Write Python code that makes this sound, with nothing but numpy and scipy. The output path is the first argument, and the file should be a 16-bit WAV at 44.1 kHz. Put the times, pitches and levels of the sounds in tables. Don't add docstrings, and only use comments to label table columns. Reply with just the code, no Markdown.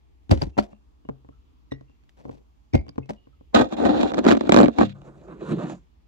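import sys
import numpy as np
from scipy import signal
from scipy.fft import rfft, irfft, next_fast_len
from scipy.io import wavfile
from scipy.ndimage import uniform_filter1d, minimum_filter1d

SR = 44100
rng = np.random.default_rng(int(sys.argv[2]) if len(sys.argv) > 2 else 0)


def voltage_ratio(decibels):
    exponent = np.asarray(decibels, float) / 20
    return 10 ** exponent


def to_wav(s):
    ch = np.atleast_2d(s).T
    pcm = np.round(np.clip(ch, -1, 1) * 32767)
    wavfile.write(sys.argv[1], SR, pcm.astype(np.int16))


N = 267687

RISE_S = 0.017
PORT_CUT_HZ = 7900

REGION_EDGES_HZ = [150, 800, 2500]
# (pitch [Hz], likeness [-1..1])
COUNTER_LIKE = [(60, 0.8), (120, .65), (180, 0.45), (350, -0.7), (700, -.7), (1500, -.45), (3000, -.3),
                (6000, -.1), (15000, 0)]
# (pitch [Hz], left minus right [dB])
COUNTER_LEAN = [(60, 2), (15000, 1)]
# (pitch [Hz], likeness [-1..1])
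SHELL_LIKE = [(60, .4), (120, 0.8), (200, .9), (270, .5), (380, -.2), (600, -0.65), (1400, -0.55),
              (3000, -.45), (5500, -.45), (9500, -.15), (15000, 0)]
# (pitch [Hz], left minus right [dB])
SHELL_LEAN = [(60, 2), (240, 0), (700, -2), (1300, -6), (2400, -4.5), (4400, -1.5), (9000, 2), (15000, 0)]
# (boom, edge, crack [dB re body], edge gain, crack gain [dB per dB of hardness])
BOTTLE_TOUCH = (-1.5, -5, -25, 0.96, 1.7858)
SLIP_TOUCH = (-29, -9.5, -23.5, 0.6256, 1)


def objects_on_counter():
    # (time [s], strength [dB], weight [dB], hardness [dB])
    bottle_knocks = [(0.294, -46.5, 19, 18), (0.304, -29, 6, 3), (0.312, -7, -1, 7), (0.323, -12, -9, 8),
                     (0.33, -42, -11, 10), (0.316, -19, 3, -9), (0.333, -9, -26, -11),
                     (0.375, -41.5, 14, 17), (0.419, -24, 4.5, 14), (0.426, -20.5, 0.5, 3.5),
                     (0.436, -56, -29, 26.5), (0.468, -42, 11.5, -2), (2.733, -29.5, 10, -1),
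                     (2.737, -38, -2, 13), (2.743, -16, 7.5, 7), (2.751, -11, -12, 7),
                     (2.777, -52, -5, 21.5), (2.811, -49.5, 11, 14.5)]
    # (time [s], strength [dB], hardness [dB])
    glass_knocks = [
        (0.569, -33.5, -9),
        (0.578, -22, -14.5),
        (0.585, -13, 8),
        (0.588, -12.5, 5),
        (0.633, -53.5, 24.5),
        (0.73, -41, -12.5),
        (3.092, -35, 17),
        (3.098, -30.5, 7.5),
        (3.105, -24, -22),
        (3.134, -61.5, 29),
    ]
    # (time [s], strength [dB], hardness [dB])
    light_taps = [(1.051, -41.5, -30), (1.089, -22, 0.5), (1.094, -25, -9), (1.247, -45, -43.5),
                  (1.289, -37.5, -10.5), (1.719, -22.5, -6.5), (1.726, -38, -0.5), (1.81, -40.5, 9.5),
                  (1.897, -51.5, 11), (2.037, -59.5, 20.5), (2.093, -73, 36.5), (2.253, -32, -27),
                  (2.294, -28, -19), (2.866, -39.5, 8), (2.882, -38, 15.5), (2.892, -35.5, 14.5),
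                  (2.958, -41.5, 11), (2.981, -18, -8), (2.986, -32.5, 10), (3.058, -48.5, 17),
                  (3.271, -44.5, 0.5), (3.41, -44.5, -9.5)]
    # (boom, edge, crack [dB re body], edge gain, crack gain [dB per dB of hardness])
    glass_touch = (-20, 8.5, -26.5, 0.11, 1.55)
    tap_touch = (-14, -4.5, -28, -0.04, 1.53)
    # (pitch [Hz], level [dB re body peak], t60 [s])
    bottle_modes = [(65, -9.5, 0.28), (81.7, -0.5, 0.18), (97.8, -5.5, 0.022), (139.1, -40.5, 0.17),
                    (237, -15.5, 0.13), (332, -5.5, 0.057), (540.6, -10.5, 0.1)]
    glass_modes = [(127.5, -42.5, 0.13), (211, 0, 0.13), (264, -15.5, 0.086), (340, -21.5, 0.12),
                   (684, -30.5, 0.017)]
    tap_modes = [(90.5, -6.5, 0.2), (133.2, -12.5, 0.28), (226, -6.5, 0.046), (274, -4.5, 0.068),
                 (443, -9.5, 0.094), (1060, -10, 0.025)]
    # (pitch [Hz], level [dB per Hz])
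    counter_colour = [(29, -47.5), (55, -10.5), (128, -14.5), (439, 3.5), (905, -10), (1100, -23),
                      (2560, -28.5), (2950, -30.5), (4790, -37), (6090, -41.5), (7760, -65), (16000, -68.5)]
    nudge_speeds = [3.5, 1.5, 7.5, 2, 1, -16, 13.5, 8, 0]
    # (edge, hiss [dB re body at full pressure], edge loss, hiss loss [dB per dB of lost pressure])
    nudge_rub = (-3.5, -15.5, 0.5, -0.2)

    bottle = contacts(bottle_knocks, BOTTLE_TOUCH)
    glass = contacts(glass_knocks, glass_touch)
    taps = contacts(light_taps, tap_touch)
    rattle = voltage_ratio(-4) * friction(rattles(), nudge_speeds, nudge_rub, boom_db=-18, grains_per_s=4000,
                                size_db=3.5, flutter_db=2.5, fade_s=RISE_S)
    knocks = body(bottle + glass + taps, rattle, counter_colour, COUNTER_LIKE, COUNTER_LEAN,
                  cycles=4.33, hit_db=-1, chatter_db=-7, chatter_s=0.028, apart=0.13)
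    knocks += counter_boom(bottle, bottle_modes)
    knocks += counter_boom(glass, glass_modes)
    knocks += counter_boom(taps, tap_modes)
    return knocks


def rattles():
    # (time [s], pressure [dB], length [s], settling [dB])
    nudges = [
        (0.311, -13.5, 0.099, 26),
        (0.416, -30, 0.084, 13.5),
        (0.581, -24, 0.075, 20.5),
        (0.663, -52, 0.067, -1),
        (2.172, -50, 0.08, -3.5),
        (2.237, -47, 0.18, -7),
        (2.31, -57, 0.076, 5),
        (2.754, -25, 0.041, 39),
        (3.096, -21.5, 0.067, 33.5),
    ]
    rise_db, settle_s, sag_db_per_s = 41, 0.052, 68
    strokes = []
    for s, db, length, settle_db in nudges:
        settled = db - settle_db
        strokes.append([(s - RISE_S, db - rise_db),
                        (s, db),
                        (s + min(settle_s, length / 2), settled),
                        (s + length, settled - sag_db_per_s * length),
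                        (s + length + 2 * RISE_S, settled - rise_db)])
    return strokes


def cork_and_glass():
    # (time [s], length [s], start [Hz], end [Hz], level [dB], overtone fall [dB])
    squeaks = [
        (1.709, 0.0246, 1967, 1882, -45, 8),
        (2.728, 0.024, 2424, 2120, -42.5, 11),
    ]
    # (time [s], pitch [Hz], level [dB], t60 [s])
    clinks = [(0.312, 4740, -16.5, 0.0083), (0.313, 3900, -23.5, 0.0086), (0.419, 4720, -22, 0.0094),
              (0.53, 2700, -70, 0.22), (0.585, 4400, -38.5, 0.067), (0.719, 2700, -73, 0.35),
              (1.052, 2900, -70, 0.094), (1.325, 1320, -63, 0.12), (1.714, 2840, -58, 0.12),
              (1.722, 1940, -54.5, 0.25), (1.722, 3630, -40, 0.027), (1.718, 3930, -59, 0.12),
              (1.722, 4710, -62, 0.038), (1.718, 5600, -60, 0.12), (1.88, 2743, -74.5, 0.37),
              (2.736, 3700, -39.5, 0.037), (2.734, 5600, -42.5, 0.06), (2.75, 2300., -54, 0.35),
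              (2.735, 2040, -38.5, 0.062), (2.742, 2130, -38.5, 0.17), (2.742, 2280, -55, 0.2),
              (2.75, 2470, -48, 0.1), (2.745, 4830, -50.5, 0.15), (2.891, 4760., -42, 0.017),
              (3.03, 2600, -55, 0.062), (3.02, 2144, -67, .2), (3.163, 2890., -65.5, 0.31),
              (3.329, 1300, -57.5, 0.057)]
    out = np.zeros(N, complex)
    for s, length, start_hz, end_hz, level_db, fall_db in squeaks:
        u = np.arange(round(length * SR)) / (length * SR)
        phase = 2 * np.pi * np.cumsum(start_hz + (end_hz - start_hz) * u) / SR
        tone = sum(voltage_ratio(level_db - fall_db * k) * np.exp(1j * (k + 1) * phase) for k in range(4))
        unsteady = voltage_ratio(rng.normal(0, 0.87, len(u) // 40 + 1)).repeat(40)[:len(u)]
        out[round(s * SR):][:len(u)] += tone * np.sin(np.pi * u) * unsteady
    for s, hz, level_db, t60 in clinks:
        t = np.arange(N - round(s * SR))
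        swell = 1 - np.exp(-t / (0.0012 * SR))
        out[-len(t):] += voltage_ratio(level_db) * pole(hz, t60) ** t * swell
    rough = voltage_ratio(5 * drift(200))
    return two_ports(out * rough, -0.15, -1.9)


def dragged_phone():
    # (time [s], level [dB])
    drag = [
        [(3.52, -81.5), (3.545, -14), (3.62, -19), (3.64, -23.5), (3.7, -45)],
        [(3.7, -38), (3.74, -28), (3.755, -36.5), (3.8, -25.5), (3.86, -15.5), (3.9, -19), (4.05, -19.5),
         (4.12, -37), (4.16, -28)],
        [(4.71, -57.5), (4.77, -38), (4.8, -20.5), (4.835, -22.5), (4.87, -61), (4.93, -68)],
    ]
    drag_speeds = [12.4, 0.91, 4.3]
    # (edge, hiss [dB re body at full pressure], edge loss, hiss loss [dB per dB of lost pressure])
    drag_rub = (-12.5, -28.5, 1.07, 0.9)
    # (time [s], level [dB])
    judders = [
        [(4.16, -23.5), (4.19, -10.5), (4.21, -20), (4.235, -27)],
        [(4.235, -19.5), (4.28, -13.5), (4.33, -14), (4.36, -19), (4.39, -34), (4.48, -20)],
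        [(4.48, -26.5), (4.535, -19), (4.6, -19.5), (4.67, -24), (4.71, -33)],
    ]
    judder_speeds = [-1.4, 0.1, -0.4]
    judder_rub = (1.5, -12, 2, 11)
    # (time [s], level [dB])
    slide = [(3.64, -53.5), (3.708, -60), (3.735, -41.5), (3.756, -66), (3.77, -43), (3.85, -47.5),
             (3.97, -47.5), (4.09, -44.5), (4.127, -63.5), (4.14, -56.5), (4.158, -54.5), (4.2, -54.5),
             (4.364, -53.5), (4.466, -50.5), (4.706, -60), (4.77, -52.5), (4.81, -41), (4.862, -48),
             (4.9, -59), (4.93, -61)]
    slide_rub = (3.2, 13.6, 0.12, 0.15)
    # (time [s], strength [dB], hardness [dB])
    slips = [(3.545, -11, 3.5), (3.549, -10, 19.5), (3.564, -17.5, 14.5), (3.608, -15.5, -11.5),
             (3.724, -18, 3.5), (3.730, -36, -2), (3.766, -34, -6), (3.785, -22.5, -8), (3.799, -37.5, -18),
             (3.817, -41, 5), (3.828, -26, 8), (3.843, -28.5, -1), (3.852, -11.5, 4), (3.862, -19, -7),
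             (3.908, -32.5, 1), (3.935, -44.5, -10.5), (3.955, -36, -8), (3.966, -31, -1), (3.987, -39, 1),
             (4.004, -21, 7), (4.011, -18.5, 10), (4.031, -13, 9), (4.045, -29, -8), (4.097, -34, 0.5),
             (4.105, -22.5, 1.5), (4.118, -17.5, 4.5), (4.137, -17.5, 1.5), (4.143, -23, 14),
             (4.172, -22.5, 6), (4.18, -10.5, 2), (4.185, -15, -5.5), (4.19, -15, -9), (4.242, -15, 1),
             (4.25, -12.5, 7.5), (4.261, -18, -1), (4.265, -2, 2), (4.269, -16, -0.5), (4.286, -2.5, 0),
             (4.299, -13.5, 7.5), (4.307, -7, 5.5), (4.313, -7, 10), (4.322, -5.5, 4), (4.333, -16, -10),
             (4.351, -13.5, 2.5), (4.369, -11.5, 0), (4.374, -23.5, 9.5), (4.409, -13, 4.5),
             (4.437, -22.5, -7), (4.453, -25, -4), (4.472, -27, 7)]
    hard_jolts = [(4.493, -3.5, 7), (4.521, -4, 15.5), (4.526, -8, 3.5), (4.543, -3, 11), (4.563, -5, 13),
                  (4.572, -3.5, 8.5), (4.579, -3, -3.5), (4.588, -3, 6), (4.592, -6.5, -2), (4.602, 0, 1),
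                  (4.612, -7.5, 6.5), (4.619, -8, -4.5), (4.631, -2, -1), (4.64, -5, -3.5),
                  (4.647, -10.5, -2), (4.659, -12.5, 5), (4.682, -7, -6.5), (4.695, -27, 0)]
    shove = [
        (4.785, -6, -1),
        (4.789, -9, 2),
        (4.807, -12, 0.2),
        (4.812, -5.5, -4),
        (4.821, -10, -14),
        (4.831, -20.5, -4),
        (4.85, -29.5, 1.6),
    ]
    # (pitch [Hz], level [dB], t60 [s])
    shove_modes = [(106.6, -22, 0.43), (140.6, -21, 1), (198, -11.5, 0.29)]
    # (pitch [Hz], level [dB], t60 [s])
    bounce_modes = [(212.7, -14, 0.086), (243.5, -15.5, 0.043), (306, -17, .035)]
    # (pitch [Hz], level [dB per Hz])
    shell_colour = [(35, -71), (60, -21.5), (146, -56.5), (207, -8.5), (301, -6.5), (427, -1.5), (553, 4.5),
                    (924, -4.5), (1470, -12.5), (3940, -27.5), (7400, -39.5), (9790, -63), (13000, -52),
                    (16000, -92.5)]
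    # (pitch [Hz], width [Hz], lift [dB], negative
    shell_peaks = [(135, 152, -23), (279, 81, 6.5), (696, 15, 6), (1510, 640, 4), (2450, 110, 6),
                   (3040, 160, 0.5), (3360, 78, 3), (3940, 740, 9.5), (7000, 1000, 5)]
    port_ring_hz = [11500, 14500]
    knock_band_hz = [150, 15500]

    rasp = friction(drag, drag_speeds, drag_rub, boom_db=-24, grains_per_s=2500, size_db=3, flutter_db=2)
    rasp += voltage_ratio(-17) * friction([slide], [0], slide_rub, boom_db=-17.5, grains_per_s=5000,
                                size_db=2.5, flutter_db=3.5)
    judder = voltage_ratio(-7) * friction(judders, judder_speeds, judder_rub, boom_db=-18, grains_per_s=4000,
                                size_db=3.5, flutter_db=2.5)
    jolts = contacts(slips + hard_jolts + shove, SLIP_TOUCH)
    dragged = body(jolts, rasp + judder, shell_colour, SHELL_LIKE, SHELL_LEAN, cycles=4.33, hit_db=1,
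                   chatter_db=-2.5, chatter_s=0.013, apart=0.4, patchy_db=1.5)
    dragged = butterworth(dragged, 2, 70, "high")
    whistle = butterworth(dragged, 2, port_ring_hz, "band")
    dragged = butterworth(dragged, 10, PORT_CUT_HZ) + voltage_ratio(-1.5) * whistle
    dragged += counter_boom(contacts(shove, BOTTLE_TOUCH), shove_modes)

    struck = voltage_ratio(-11) * shell_knock(jolts, scatter_db=6.5) + voltage_ratio(-2) * shell_song(rasp)
    struck += counter_boom(contacts(hard_jolts, SLIP_TOUCH), bounce_modes, SHELL_LIKE)
    struck = butterworth(struck, 4, knock_band_hz, "band")
    return dragged, struck + lift_peaks(dragged, shell_peaks)


def shell_knock(hits, scatter_db):
    # (pitch [Hz], level [dB], t60 [s])
    shell_modes = [(230, -13, 0.15), (255, -13.5, 0.019), (315, -3, 0.039), (410, -10.5, 0.079),
                   (550, -21, 0.021), (840, -24, 0.0067), (1120, -11, 0.048), (1410, -13.5, 0.0047),
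                   (1570, -14.5, 0.0089), (2290, -9.5, 0.019), (3480, -27.5, 0.0097), (4170, -5, 0.0041),
                   (4900, -18, 0.022), (5900, -11.5, 0.019), (7350, -12.5, 0.024)]
    port_modes = [(9100, -25, 0.0051), (11880, -26.5, .005), (12900, -22.5, .007), (14300, -28, 0.0046)]
    port_steepness = 0.6
    modes = shell_modes + port_modes
    shell_and_ports = np.zeros((2, 2, N))
    s, *columns = np.transpose(hits)
    strength = by_region(*columns)
    scatter = rng.standard_normal((len(s), len(modes)))
    for k, (hz, level_db, t60) in enumerate(modes):
        is_port = hz > PORT_CUT_HZ
        mode_db = level_db + scatter_db * scatter[:, k] + port_steepness * columns[0] * is_port
        blows = np.zeros(N)
        blows[np.round(s * SR).astype(int)] = strength[np.searchsorted(REGION_EDGES_HZ, hz)] * voltage_ratio(mode_db)
        ringing = signal.lfilter([1], [1, -pole(hz, t60)], blows + 1e-18)
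        shell_and_ports[int(is_port)] += two_ports(travelling(ringing, hz), at_hz(SHELL_LIKE, hz),
                                                   at_hz(SHELL_LEAN, hz))
    shell, ports = shell_and_ports
    return butterworth(shell, 4, 8600) + ports


def shell_song(rubbing):
    # (pitch [Hz], level [dB re rasp], t60 [s])
    singing_modes = [(301, -8.5, 0.12), (526.5, -14, 0.22), (769.4, -7, 0.035), (1240, -7, 0.045),
                     (1532, -11, 0.035), (1870, -12, .05), (2480, -22.5, 0.027), (2747, -4, 0.036),
                     (3320, -5, .045), (3597, -1.5, 0.027), (3900, -4.5, 0.03), (4110, -7.5, 0.039),
                     (5300, -19, 0.05), (6975, -13.5, 0.017)]
    out, grit = np.zeros((2, N)), rng.standard_normal((2, N))
    for k, (hz, level_db, t60) in enumerate(singing_modes):
        p = pole(hz, t60)
        push = rubbing[np.searchsorted(REGION_EDGES_HZ, hz)] * grit * (-1) ** k
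        drive = push * voltage_ratio(level_db) * np.sqrt(1 - abs(p) ** 2)
        mid, side = signal.lfilter([1], [1, -p], drive + 1e-18).imag
        out += two_ports(side + 1j * mid, at_hz(SHELL_LIKE, hz), at_hz(SHELL_LEAN, hz))
    return out


def lifted_phone():
    # (time [s], level [dB])
    grip = [
        [(4.93, -66), (4.955, -46), (5.0, -57), (5.08, -43), (5.12, -52), (5.135, -54)],
        [(5.135, -50), (5.2, -47.5), (5.27, -48), (5.285, -42.5), (5.32, -39.5), (5.345, -44.5), (5.39, -48)],
        [(5.39, -47), (5.41, -33), (5.44, -34), (5.47, -31), (5.52, -23), (5.55, -30.5), (5.58, -33)],
        [(5.58, -33), (5.63, -30), (5.66, -32.5), (5.72, -31.5), (5.745, -40), (5.79, -59.5), (5.86, -73)],
    ]
    grip_speeds = [2.5, 0.5, -2, 2.5]
    # (edge, hiss [dB re body at full pressure], edge loss, hiss loss [dB per dB of lost pressure])
    grip_rub = (-11, -29.5, 0.36, -0.14)
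    # (time [s], strength [dB], hardness [dB])
    ticks = [
        (4.991, -49, 9.5),
        (5.017, -22.5, 12),
        (5.282, -21, 2),
        (5.4, -24, -2),
        (5.487, -37, -3),
        (5.506, -22, 1),
        (5.521, -24, 17),
        (5.697, -12, 12),
        (5.712, -33, 9),
        (5.987, -47, -5),
    ]
    # (pitch [Hz], level [dB per Hz])
    lifted_colour = [(35, -49), (60, -18), (156, 12), (256, -3.5), (398, -7.5), (492, -12), (540, -6),
                     (767, -16), (1410, -24.5), (2050, -37), (5500, -42), (7230, -35.5), (16000, -125)]
    # (pitch [Hz], likeness [-1..1])
    lifted_like = [(60, .95), (180, 0.95), (350, .55), (700, 0.5), (1400, -.2), (3000, 0), (15000, 0)]
    # (pitch [Hz], left minus right [dB])
    lifted_lean = [(60, -1.5), (350, -2), (1400, -4), (3000, 0), (15000, 0)]
    # (pitch [Hz], width [Hz], lift [dB])
    lifted_peaks = [(175, 31, 5.2), (350, 69, 10.2), (2600, 570, 6.1), (3810, 470, 8.7), (6700, 780, 2.1)]
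    rustle = voltage_ratio(0.5) * friction(grip, grip_speeds, grip_rub, boom_db=-24, grains_per_s=6200,
                                 size_db=0.5, flutter_db=0.5)
    lifted = body(contacts(ticks, SLIP_TOUCH), rustle, lifted_colour, lifted_like, lifted_lean, cycles=10.5,
                  hit_db=-27, chatter_db=-1, chatter_s=0.011, apart=0.3, patchy_db=3.5)
    return lift_peaks(lifted, lifted_peaks)


def contacts(rows, touch):
    boom_db, edge_db, crack_db, edge_gain, crack_gain = touch
    return [(s, db, boom_db + sum(weight), edge_db + edge_gain * hard, crack_db + crack_gain * hard)
            for s, db, *weight, hard in rows]


def by_region(body_db, boom_db, edge_db, crack_db):
    return voltage_ratio(body_db + np.array([boom_db + 0 * body_db, 0 * body_db, edge_db, crack_db]))


def friction(strokes, speeds, rub, boom_db, grains_per_s, size_db, flutter_db, fade_s=1e-4):
    levels, t = np.zeros((4, N)), np.arange(N) / SR
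    edge_db, hiss_db, edge_loss, hiss_loss = rub
    for rows, speed_db in zip(strokes, speeds):
        s, db = np.transpose(rows)
        body_db = np.interp(t, s, db)
        lost = np.minimum(db.max() - body_db, 30)
        stroke = by_region(body_db, boom_db, edge_db + speed_db - edge_loss * lost,
                           hiss_db + speed_db - hiss_loss * lost)
        levels += stroke * np.clip(np.minimum(t - s[0], (s[-1] - t) / 2) / fade_s, 0, 1) ** 3
    sizes = voltage_ratio(size_db * np.minimum(rng.exponential(1, N), 4))
    grains = sizes * (rng.random(N) < grains_per_s / SR)
    return levels * voltage_ratio(flutter_db * drift(24)) * grains / np.sqrt(np.mean(grains ** 2))


def body(hits, rubbing, colour, like, lean, cycles, hit_db, chatter_db, chatter_s, apart, patchy_db=0):
    region_middles_hz = [120, 450, 1300, 3600]
    bending_hz = 270
    pitches = 45 * 2 ** (np.arange(34) / 4)
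    region = np.searchsorted(REGION_EDGES_HZ, pitches)
    share = voltage_ratio(at_hz(colour, pitches)) * np.sqrt(pitches)
    totals = np.sqrt(np.bincount(region, share ** 2))
    place = np.interp(np.log(pitches), np.log(region_middles_hz), np.arange(4))
    blend = np.maximum(1 - abs(place[:, None] - np.arange(4)), 0) / totals
    s, *columns = np.transpose(hits)
    at = np.round(s * SR).astype(int)
    strength = by_region(*columns) * voltage_ratio(hit_db)
    scatter = rng.standard_normal((len(at), len(pitches), 2))
    grit = rng.standard_normal((3, N))
    patches = np.ones(12)
    if patchy_db:
        patches = [voltage_ratio(patchy_db * drift(7)) for _ in range(12)]
    start, t = at.min() - SR // 4, np.arange(SR // 4)
    out = np.zeros((2, N))
    for k, hz in enumerate(pitches):
        p = pole(hz, cycles / hz)
        swell = (t + 1) * abs(p) ** t
        blows = np.zeros((2, N))
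        blows[:, at] = blend[k] @ strength * voltage_ratio(3 * scatter[:, k].T)
        dying = signal.lfilter([1], [1, -abs(pole(hz, chatter_s))], blows)
        chatter = voltage_ratio(chatter_db) * hz / (hz + 1500) * dying
        turn = min(apart * np.sqrt(hz / bending_hz), np.pi / 2)
        near = grit[k % 2]
        noise = np.array([near, np.cos(turn) * near + np.sin(turn) * grit[2]])
        steady = (chatter + blend[k] @ rubbing * patches[k // 3]) * noise / np.sqrt(np.sum(swell ** 2))
        drive = (-1) ** k * blows / swell.max() + steady + 1e-18
        mid, side = signal.lfilter([share[k]], np.poly([p, p]), drive[:, start:])
        swing = travelling(side, hz).real * np.sign(hz - bending_hz)
        out[:, start:] += two_ports(swing + 1j * mid.imag, at_hz(like, hz), at_hz(lean, hz))
    return out


def counter_boom(hits, modes, like=COUNTER_LIKE):
    out = np.zeros((2, N))
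    scatter = rng.standard_normal((len(hits), len(modes)))
    s, peak_db, boom_db = np.transpose(hits)[:3]
    for k, (hz, level_db, t60) in enumerate(modes):
        blows = np.zeros(N)
        blow_db = peak_db + boom_db * (hz < 100) + level_db + 0.5 * scatter[:, k]
        blows[np.round(s * SR).astype(int)] = voltage_ratio(blow_db)
        soft = abs(pole(hz, 0.13 / hz))
        push = signal.lfilter([(1 - soft) ** 3], np.poly([soft, soft, soft]), blows + 1e-18)
        ringing = signal.lfilter([1], [1, -pole(hz, t60)], push)
        out += two_ports(ringing, at_hz(like, hz), at_hz(COUNTER_LEAN, hz)) / np.sqrt(2)
    return out


def lift_peaks(x, peaks):
    for hz, width_hz, lift_db in peaks:
        p = np.exp((-np.pi * width_hz + 2j * np.pi * hz) / SR)
        band = signal.lfilter((1 - abs(p) ** 2) / 2 * np.array([1, 0, -1]), np.poly([p, p.conj()]).real, x)
        x = x + (voltage_ratio(lift_db) - 1) * band
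    return x


def pole(hz, t60):
    return voltage_ratio(-60 / (t60 * SR)) * np.exp(2j * np.pi * hz / SR)


def travelling(ringing, hz):
    return np.roll(ringing.imag, round(SR / hz / 4)) + 1j * ringing.imag


def two_ports(ringing, like, lean_db):
    like = np.clip(like, -1, 1)
    mid = np.sqrt(1 + like) * ringing.imag
    side = np.sqrt(1 - like) * ringing.real
    return np.array([(mid + side) * voltage_ratio(lean_db / 2), (mid - side) * voltage_ratio(-lean_db / 2)])


def at_hz(points, hz):
    points_hz, values = np.transpose(points)
    return np.interp(np.log(hz), np.log(points_hz), values)


def drift(rate):
    r = np.exp(-80 * np.pi * rate / SR)
    slow = signal.lfilter([1], [1, -2 * r, r * r], rng.standard_normal(N // 40 + 2002))[2000:]
    return np.interp(np.arange(N) / 40, np.arange(len(slow)), slow / slow.std())


def butterworth(x, order, hz, kind="low"):
    return signal.sosfilt(signal.butter(order, hz, kind, fs=SR, output="sos"), x)


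def room(x):
    t60_s, wall_cut_hz = 0.27, 1500
    size = next_fast_len(N + SR)
    turn = np.exp(-2j * np.pi * np.arange(size // 2 + 1) / size)
    dull = np.exp(-2 * np.pi * wall_cut_hz / SR)
    answer = np.zeros((2, len(turn)), complex)
    for k, lag in enumerate((rng.uniform(0.012, 0.026, 12) * SR).astype(int)):
        loop = voltage_ratio(-60 * lag / SR / t60_s) * (1 - dull) / (1 - dull * turn) * turn ** lag
        answer[k % 2] += (-1) ** (k // 2) * loop / (1 - loop)
    return irfft(rfft(x, size) * answer, size)[:, :N]


def room_tone(patchy_db):
    # (pitch [Hz], level [dB])
    air_colour = [(15, -50), (25, -22), (43, -6), (64, -10), (97, -30.5), (206, -28), (309, -24.5),
                  (575, -45), (641, -35.5), (1000, -38), (1480, -49), (2000, -49), (2700, -45.5),
                  (3720, -51.5), (7500, -56.5), (9800, -72), (12500, -64.5), (16000, -64.5)]
    # (pitch [Hz], likeness [-1..1])
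    room_like = [(60, .7), (180, 0.45), (350, -.4), (700, -0.6), (1650, -0.1), (4970, 0), (15000, 0)]
    # (pitch [Hz], level [dB rms])
    hum = [(58.5, -59.5), (127., -74.5)]
    out, edges = 0, 28 * 2 ** np.arange(0, 9.6, 0.5)
    white = rng.standard_normal((2, 2, N))
    for k, (low, high) in enumerate(zip(edges, edges[1:])):
        mid, side = butterworth(white[k % 2], 2, [low, high], "band")
        hz = np.sqrt(low * high)
        gain = voltage_ratio(at_hz(air_colour, hz) + patchy_db * drift(0.92))
        out = out + gain * two_ports(side + 1j * mid, at_hz(room_like, hz), 0)
    out = out * voltage_ratio(-58) / out.std()
    for hz, level_db in hum:
        phase = 2 * np.pi * np.cumsum(hz + 2.7 * drift(2.1)) / SR
        out = out + two_ports(voltage_ratio(level_db + 1.1 * drift(8.5)) * np.exp(1j * phase), 0.079, 0.6)
    return out


def scene():
    knocks = objects_on_counter()
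    thin = cork_and_glass()
    dragged, shell = dragged_phone()
    lifted = lifted_phone()
    echoes = room(voltage_ratio(-25) * knocks + voltage_ratio(-16.5) * thin + voltage_ratio(-29.5) * dragged)
    return knocks + thin + echoes + shell + lifted + room_tone(patchy_db=1.5)


def low_pass(x):
    return signal.sosfilt(signal.butter(12, 16470, fs=SR, output="sos"), x)


def record(dry):
    dry = butterworth(dry, 4, 45, "high")
    dry = signal.sosfilt(signal.cheby2(10, 60, 17000, fs=SR, output="sos"), dry)
    reach = 48
    gain = minimum_filter1d(np.minimum(1, 0.99 / (np.abs(dry) + 1e-9)), size=2 * reach + 1)
    return low_pass(dry * uniform_filter1d(gain, size=reach))


dry = scene()
out = record(dry)
to_wav(out)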